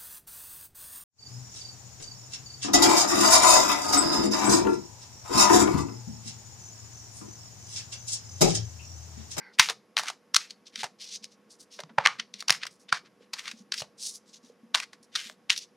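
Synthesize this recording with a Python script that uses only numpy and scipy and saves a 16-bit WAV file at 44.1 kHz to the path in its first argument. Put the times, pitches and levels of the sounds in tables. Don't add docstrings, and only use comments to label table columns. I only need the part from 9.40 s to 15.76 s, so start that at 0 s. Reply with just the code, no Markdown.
import sys
import numpy as np
from scipy import signal
from scipy.fft import rfft, irfft
from scipy.io import wavfile
from scipy.ndimage import map_coordinates

SR = 44100
rng = np.random.default_rng(int(sys.argv[2]) if len(sys.argv) > 2 else 0)


def to_wav(sig):
    pcm = np.clip(np.atleast_2d(sig), -1, 1) * 32767
    pcm = np.round(pcm).astype(np.int16)
    wavfile.write(sys.argv[1], SR, pcm.T)


N = 280476

POCKET_PER_LOW_EDGE = 2.0
KNOCK_CYCLES = 1.7


def amp(db):
    return 10 ** (np.asarray(db) / 20)


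def evened(x):
    return x / np.sqrt(np.mean(x ** 2) + 1e-20)


def read(points, hz):
    table_hz, value = np.transpose(points)
    return np.interp(np.log(hz + 1), np.log(table_hz + 1), value)


def add(mix, s, sound):
    part = mix[max(round(s * SR), 0):][:len(sound)]
    part += sound[:len(part)]


def wander(size, per_s):
    at = np.arange(size) * per_s / SR
    return np.interp(at, np.arange(size), rng.standard_normal(size))


def shaped(x, points):
    return irfft(rfft(x) * amp(read(points, np.fft.rfftfreq(N, 1 / SR))), N)


def background(spread=.2, waver=.3, waver_per_s=25, hum_db=-3.0, air_db=-65.5):
    # frequency_hz, relative_density_db
    air_colour = [(18, -79), (30, -35), (145, -12), (189, -1.5), (319, -7), (486, -7), (760, -13.5),
                  (844, -13.5), (2010, -18.5), (4420, -28.5), (5040, -23.5), (8740, -37), (10200, -30),
                  (14800, -46), (16000, -68.5)]
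    # pitch_hz, rms_db (before the common hum_db)
    hum_partials = [(209.9, -70.5), (484.5, -69.5), (1104, -77.5)]
    mid, side = evened(shaped(rng.standard_normal((2, N)), air_colour))
    air = np.array([mid + spread * side, mid - spread * side])
    t = np.arange(N) / SR
    hum = np.zeros(N)
    for hz, db in hum_partials:
        cycles = hz * t + waver * wander(N, waver_per_s)
        hum += amp(db) * np.sqrt(2) * np.sin(2 * np.pi * cycles)
    return amp(air_db) * air + amp(hum_db) * hum


def skim(level_db=-52.5, hold_s=.05, end_s=.15, sag_per_s=.8):
    # centre_hz, full_width_hz, relative_db
    air_bands = [(938.5, 250, -6.5), (1611, 160, 2), (2160, 400, 0.5), (4750, 700, -13.5),
                 (5715, 290, -18.5)]
    t = np.arange(SR // 4) / SR
    hz = np.fft.rfftfreq(len(t), 1 / SR)
    gain = sum(amp(db) / (1 + (2 * (hz - centre) / width) ** 2) for centre, width, db in air_bands)
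    hiss = irfft(rfft(rng.standard_normal(len(t))) * gain, len(t))
    positions = np.cumsum(np.exp(-sag_per_s * t))
    hiss = map_coordinates(hiss, [positions], order=3)
    fade = np.interp(t, [hold_s, end_s], [1, 0])
    return 0, amp(level_db) * fade * evened(hiss)


def room(x, first_s=0.00056, spread=0.11):
    # frequency_hz, t60_s
    decay_times = [(200, 0.81), (530, 0.24), (1400, 0.12), (3700, 0.244), (9700, 0.18)]
    # frequency_hz, relative_db
    answer_colour = [(100, -12), (300, 5), (700, 2), (1200, 0), (2250, -3), (3200, -9), (5000, -3),
                     (8000, -3), (15000, -3.5)]
    # centre_hz, half_width_hz, relative_db, t60_s
    ringing_modes = [(1220, 130, -1, .17), (2240, 260, 0, .15), (4480, 400, -3, .15)]
    mid, side = rng.standard_normal((2, SR // 2))
    noise = np.array([mid + spread * side, mid - spread * side])
    hz, t, z = signal.stft(noise, SR, nperseg=512)
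    hz = hz[:, None]
    size = amp(read(answer_colour, hz) - 60 * t / read(decay_times, hz))
    for mode_hz, width, db, t60 in ringing_modes:
        mode = amp(db - 60 * t / t60) / (1 + ((hz - mode_hz) / width) ** 2)
        size = np.hypot(size, mode)
    tail = signal.istft(z * size, SR, nperseg=512)[1]
    tail *= 1 - np.exp(-(np.arange(tail.shape[1]) / SR / first_s) ** 2)
    return signal.fftconvolve(x[None], tail / np.linalg.norm(tail[0]), axes=1)[:, :N]


def thud(s, db, hz, swell):
    t = np.arange(SR // 8) / SR
    envelope = t / swell * np.exp(1 - t / swell)
    return s, amp(db) * envelope * np.sin(2 * np.pi * hz * t)


def fidgets(count=120, per_s=11, level_db=-62.5, spread_db=1.5, lowest_hz=159, highest_hz=490):
    out, chance = np.zeros(N), rng.random((count, 3))
    times = np.cumsum(-np.log(1 - chance[:, 0])) / per_s
    for s, (_, pitch, size) in zip(times, chance):
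        hz = lowest_hz * (highest_hz / lowest_hz) ** pitch
        db = level_db + spread_db * (2 * size - 1)
        add(out, *thud(s, db, hz, KNOCK_CYCLES / hz))
    return out


def card_ring(low_hz, high_hz, pocket_hz, pocket_gain, pocket_width=0.15, leak_db=-52, size=1024):
    # frequency_hz, relative_db
    card_colour = [(100, -11.5), (400, 1.5), (630, 0), (1150, 0.5), (2200, -0.5), (3200, -2), (4600, 0),
                   (6000, -2), (7500, -9), (10000, -11.5), (13000, -22.5), (16000, -26)]
    hz = np.fft.rfftfreq(size, 1 / SR) + 1
    band = 1 / np.sqrt((1 + (low_hz / hz) ** 8) * (1 + (hz / high_hz) ** 4))
    pocket = 1 + pocket_gain / (1 + (np.log(hz / pocket_hz) / pocket_width) ** 2)
    log_gain = np.log(amp(read(card_colour, hz)) * (band * pocket + amp(leak_db)))
    circle = np.concatenate([log_gain, log_gain[-2:0:-1]])
    spectrum = np.exp(np.conj(signal.hilbert(circle)))[:len(hz)]
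    return irfft(spectrum, size)


def slide(fastest, rise, fall, db, low_hz, high_hz, pocket_hz, pocket_gain=4.5, closing=0.88,
          curve=1.6, grain_db=4, judder_db=4.0, judder_per_s=300, snag_size=16, snags_per_s=120):
    grip = amp(judder_db * wander(SR, judder_per_s))
    grain = amp(grain_db * rng.standard_normal(SR))
    fibres = evened(rng.standard_normal(SR) * grain * grip)
    snags = snag_size * rng.uniform(-1, 1, SR) * (rng.random(SR) < snags_per_s / SR)
    catches = fibres + snags
    t = np.arange(-rise, fall, 1 / SR)
    speed = np.interp(t, [-rise, 0, fall], [0, 1, 0])
    hiss = signal.fftconvolve(catches[:2 * len(t)], card_ring(low_hz, high_hz, pocket_hz, pocket_gain))
    hiss = map_coordinates(hiss, [np.cumsum(np.exp(closing * t))], order=3)
    return fastest - rise, amp(db) * speed ** curve * evened(hiss)


def rubs():
    # fastest_s, rise_s, fall_s, level_db (before the speed envelope), low_edge_hz, high_edge_hz
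    strokes = [(.142, 0.022, 0.041, -58.5, 2460, 7500), (0.64, 0.032, 0.13, -43.5, 763, 14000),
               (1.01, .03, 0.097, -46.5, 1195, 8000), (1.615, 0.032, .11, -42, 2506, 11000),
               (1.759, 0.13, 0.027, -38, 3200, 8500), (1.845, .025, 0.026, -42.5, 2610, 9400),
               (1.925, 0.031, 0.042, -59.5, 2986, 8980), (2.113, 0.025, 0.07, -53.5, 4600, 8400),
               (2.207, 0.023, 0.052, -50, 4390, 15970), (2.329, 0.03, 0.09, -48.5, 2740, 13000),
               (2.653, .02, .015, -37, 1100, 4530), (2.949, 0.0094, .08, -50.5, 1950, 6850),
               (3.315, 0.017, .08, -60, 4500, 16100), (3.405, .02, .06, -60.5, 5180, 11000),
               (3.66, 0.019, 0.031, -54.5, 1200, 5000), (3.825, 0.032, 0.062, -63, 1400, 6970),
               (4.189, 0.067, 0.058, -57, 3096, 13000), (4.667, 0.1, .076, -33, 4600, 10600),
               (4.755, 0.053, 0.037, -42.5, 5290, 10070), (4.89, 0.044, 0.062, -58.5, 3700, 10300),
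               (4.945, 0.021, 0.052, -47.5, 3200, 9470), (5.06, 0.054, 0.086, -60, 3200, 16000),
               (5.437, 0.061, 0.017, -40, 1020, 10500), (5.63, 0.0039, 0.035, -54.5, 4800, 12900),
               (5.751, 0.039, .015, -48.5, 1800, 8400), (5.864, 0.05, 0.052, -47.5, 1800, 8400),
               (6.217, 0.023, .05, -44, 2900, 8400)]
    out = np.zeros(N)
    for fastest, rise, fall, db, low_hz, high_hz in strokes:
        add(out, *slide(fastest, rise, fall, db, low_hz, high_hz, POCKET_PER_LOW_EDGE * low_hz,
                        pocket_gain=0.87, curve=1.5, grain_db=0.5, judder_db=2.83, snag_size=6))
    return out


def tap(s, db, length, low_hz, high_hz, pocket_hz, lead=1.3, scatter_db=2.5, pocket_gain=1.6,
        brush_db=-15, brush_share=1.0):
    hit = SR // 100
    t = np.arange(-hit, 3 * hit) / SR
    contacts, sizes = rng.standard_normal((2, len(t)))
    away = abs(t) / max(length, 1e-4)
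    brush = amp(brush_db) * np.exp(-away / brush_share) * (1 + t * SR / hit)
    force = np.where(t < 0, brush, np.exp(-away))
    spray = contacts * amp(scatter_db * sizes) * force
    spray /= np.linalg.norm(spray)
    spray[hit + SR // 5000] += lead / (1 + (length / .002) ** 2)
    ring = signal.fftconvolve(spray, card_ring(low_hz, high_hz, pocket_hz, pocket_gain))
    return s + t[0], amp(db) * ring / np.linalg.norm(ring) * np.sqrt(SR / 500)


def landings(touch_s=.003, thud_hz=139, thud_swell_s=.0039, thud_ahead_s=.0041,
             slide_rise_s=.013, slide_thin=1.15, slide_top_hz=11000):
    # slap_s, touch_ahead_s, touch_db, slap_db, slap_length_s, low_edge_hz, high_edge_hz,
    # air_pocket_hz, thud_db, slide_db (before the speed envelope), slide_length_s
    packets = [(0.196, 0.0082, -21, -1, 0.0047, 1026, 16020, 2197, -37.5, -25, 0.11),
               (0.5693, 0.0017, -23.5, -15.5, 0.00064, 740, 9100, 3910, -64, -35, 0.092),
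               (0.964, .019, -12.5, -7.5, 0.0027, 1197, 15000, 5460, -52, -42, 0.12),
               (1.4411, 0.0084, -24.5, -23.5, 0.0051, 450, 8970, 840, -48.5, -43, 0.035),
               (2.585, 0.0022, -14.5, -10.5, 0.0016, 504, 2360, 800, -33.5, -40, 0.23),
               (2.6602, 0.0066, -14.5, -6.5, 0.0018, 777, 3380, 2260, -48, -42, 0.12),
               (3.1047, 0.022, -17.5, -7, 0.0017, 860, 13330, 5020, -36.5, -33, 0.087),
               (3.526, 0.0022, -26.5, -10.5, 0.003, 705, 5500, 1515, -41, -34.5, 0.077),
               (3.937, 0.003, -27.5, -25.5, 0.0039, 720, 14000, 4430, -65, -49, 0.25),
               (4.3228, .002, -23, -22.5, 0.0022, 1176, 7870, 4540, -67, -42.5, 0.05),
               (4.42, 0.016, -39.5, -30, 0.0027, 438, 16000, 3020, -43, -49.5, 0.031),
               (5.3486, 0.0035, -18, -12.5, .0015, 760, 8400, 3480, -54, -31.5, 0.068),
               (5.758, 0.0043, -22.5, -17.5, .0042, 1213, 9500, 4000, -54, -37, 0.19),
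               (6.1024, 0.0049, -19.5, -10.5, 0.0012, 1274, 9030, 3170, -49.5, -28, 0.049)]
    out = np.zeros(N)
    for (s, ahead, touch_db, slap_db, length, low_hz, high_hz, pocket_hz,
         thud_db, slide_db, slide_s) in packets:
        colour = low_hz, high_hz, pocket_hz
        add(out, *tap(s - ahead, touch_db, touch_s, *colour, pocket_gain=2.0, brush_db=-16))
        add(out, *tap(s, slap_db, length, *colour, pocket_gain=1.9, lead=0.66))
        add(out, *thud(s - thud_ahead_s, thud_db, thud_hz, thud_swell_s))
        thin_hz, dull_hz = slide_thin * low_hz, min(high_hz, slide_top_hz)
        add(out, *slide(s + slide_rise_s, slide_rise_s, slide_s, slide_db,
                        thin_hz, dull_hz, POCKET_PER_LOW_EDGE * thin_hz,
                        pocket_gain=.8, closing=2.0, curve=1.7, judder_db=2.0, snag_size=16))
    return out


def loose_cards():
    # hit_s, level_db, length_s, low_edge_hz, high_edge_hz
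    falls = [(0.288, -23, 0.0013, 770, 5500), (0.5775, -19, 0.0035, 900, 12780),
             (0.5875, -19.5, 0.002, 1400, 16000), (.594, -21, 0.0067, 700, 16040),
             (0.635, -31.5, .0016, 740, 16000), (0.7008, -28, 0.0026, 650, 12900),
             (0.96, -16, 0.0028, 2000, 15900), (1.358, -28, 0.0019, 1400, 8900),
             (1.843, -33.5, 0.0016, 2700, 8460), (2.3902, -34, 0.0035, 370, 4470),
             (2.4358, -38.5, 0.0023, 450, 5440), (2.494, -45.5, 0.011, 420, 2260),
             (2.672, -13, .001, 1500, 6800), (2.94, -32.5, 0.0027, 2300, 6500),
             (3.0248, -34.5, 0.0011, 650, 12900), (3.097, -18, 0.00095, 1500, 8400),
             (3.2537, -35.5, 0.0018, 600, 8400), (3.0957, -17, 0.0016, 800, 7500),
             (3.125, -24, 0.0012, 1700, 15850), (3.267, -29, .0047, 1400, 16000),
             (3.5715, -33.5, .0018, 770, 4370), (5.355, -19, 0.002, 750, 10400),
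             (5.401, -24.5, .0027, 1100, 8400), (5.898, -36.5, 0.0012, 930, 11100),
             (6.1064, -19, 0.0013, 1600, 10400), (6.162, -30.5, .0044, 1700, 9030)]
    out = np.zeros(N)
    for s, db, length, low_hz, high_hz in falls:
        add(out, *tap(s, db, length, low_hz, high_hz, POCKET_PER_LOW_EDGE * low_hz, pocket_gain=1.1))
    return out


def scrapes(catch_s=.0038, run_out_s=.042):
    # catch_s, catch_db, rub_db (before the speed envelope), run_up_s,
    # low_edge_hz, high_edge_hz
    drags = [(.298, -19.5, -31.5, 0.024, 535, 12200), (.684, -27.5, -32, 0.035, 1080, 8900),
             (1.107, -33.5, -49.5, .025, 2200, 8640), (1.272, -47.5, -50, 0.023, 3240, 5500),
             (1.407, -32, -37.5, 0.09, 1770, 10300), (2.403, -33.5, -51, 0.031, 450, 12000),
             (2.7973, -22, -38.5, 0.017, 1510, 3950), (3.005, -29.5, -45.5, 0.031, 2150, 12000),
             (3.233, -24.5, -42, 0.047, 1450, 4360), (3.491, -38.5, -47, 0.011, 1680, 3800),
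             (3.993, -31, -40.5, 0.032, 1430, 9000), (4.079, -28.5, -37.5, .055, 1200, 7000),
             (4.114, -32, -50, 0.031, 1390, 11000), (4.341, -26, -42.5, 0.016, 1640, 14000),
             (4.396, -32, -34, 0.053, 2680, 14200), (5.532, -41, -58.5, 0.013, 870, 10940),
             (6.177, -26.5, -37.5, 0.033, 2800, 15000)]
    out = np.zeros(N)
    for s, catch_db, rub_db, run_up, low_hz, high_hz in drags:
        colour = low_hz, high_hz, POCKET_PER_LOW_EDGE * low_hz
        add(out, *tap(s, catch_db, catch_s, *colour, pocket_gain=0.69, brush_db=-11))
        add(out, *slide(s, run_up, run_out_s, rub_db, *colour, pocket_gain=0.4))
    return out


def knocks():
    # start_s, envelope_peak_db, pitch_hz
    finger_blows = [(1.378, -48.5, 224), (1.811, -54, 217.4), (2.392, -35, 609), (2.432, -48.5, 159),
                    (2.503, -47, 221), (2.787, -47.5, 215), (2.943, -52, 202), (3.807, -51, 486),
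                    (4.134, -45.5, 226), (4.202, -46.5, 210), (4.421, -43, 640), (5.036, -51.5, 241),
                    (5.098, -46.5, 489), (5.231, -47, 230), (5.603, -56, 236), (5.856, -52, 226),
                    (5.898, -48.5, 632)]
    out = np.zeros(N)
    for s, db, hz in finger_blows:
        add(out, *thud(s, db, hz, KNOCK_CYCLES / hz))
    return out


def deck_ring():
    # start_s, level_db
    blows = [(2.586, -45.5), (2.661, -28.5), (3.527, -38)]
    # pitch_hz, relative_db, t60_s
    modes = [(820, -7, .14), (1130, -1, .17), (1230, 0, .18), (1400, -4, .17), (2130, -4, .15),
             (2290, -3, .17), (2950, -7, .15)]
    out, t = np.zeros(N), np.arange(SR // 3) / SR
    for s, level_db in blows:
        for hz, db, t60 in modes:
            blur = .35 * wander(len(t), 120)
            decay = amp(level_db + db - 60 * t / t60)
            add(out, s, decay * np.sin(2 * np.pi * (hz * t + blur)))
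    return out


def scene(room_db=-16.5):
    cards = fidgets() + rubs() + landings() + loose_cards() + scrapes() + knocks() + deck_ring()
    add(cards, *skim())
    return cards + amp(room_db) * room(cards) + background()


def record(dry, low_cut_hz=62, edge_hz=16300, ceiling=.85):
    # frequency_hz, left_minus_right_db
    port_balance = [(60, 0.5), (80, -2), (110, 2), (140, 1.5), (190, -2), (260, 2.5), (340, -2.5),
                    (460, -2), (610, -3), (820, -3), (1100, -0.5), (1470, -1.5), (1960, -0.5), (2620, 0.5),
                    (3510, 4.5), (4690, 2), (6270, -3), (8390, 1.5), (11200, -2), (15000, -0.5)]
    lean_db = read(port_balance, np.fft.rfftfreq(N, 1 / SR)) / 2
    ports = irfft(rfft(dry) * amp([lean_db, -lean_db]), N)
    clipped = ports / (1 + (ports / ceiling) ** 10) ** (1 / 10)
    low_cut = signal.butter(4, low_cut_hz, "high", fs=SR, output="sos")
    cut = signal.sosfilt(low_cut, clipped)
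    band_limit = signal.firwin(511, edge_hz, window=("kaiser", 9), fs=SR)
    return signal.oaconvolve(cut, band_limit[None], "same")


dry = scene()
out = record(dry)
to_wav(out)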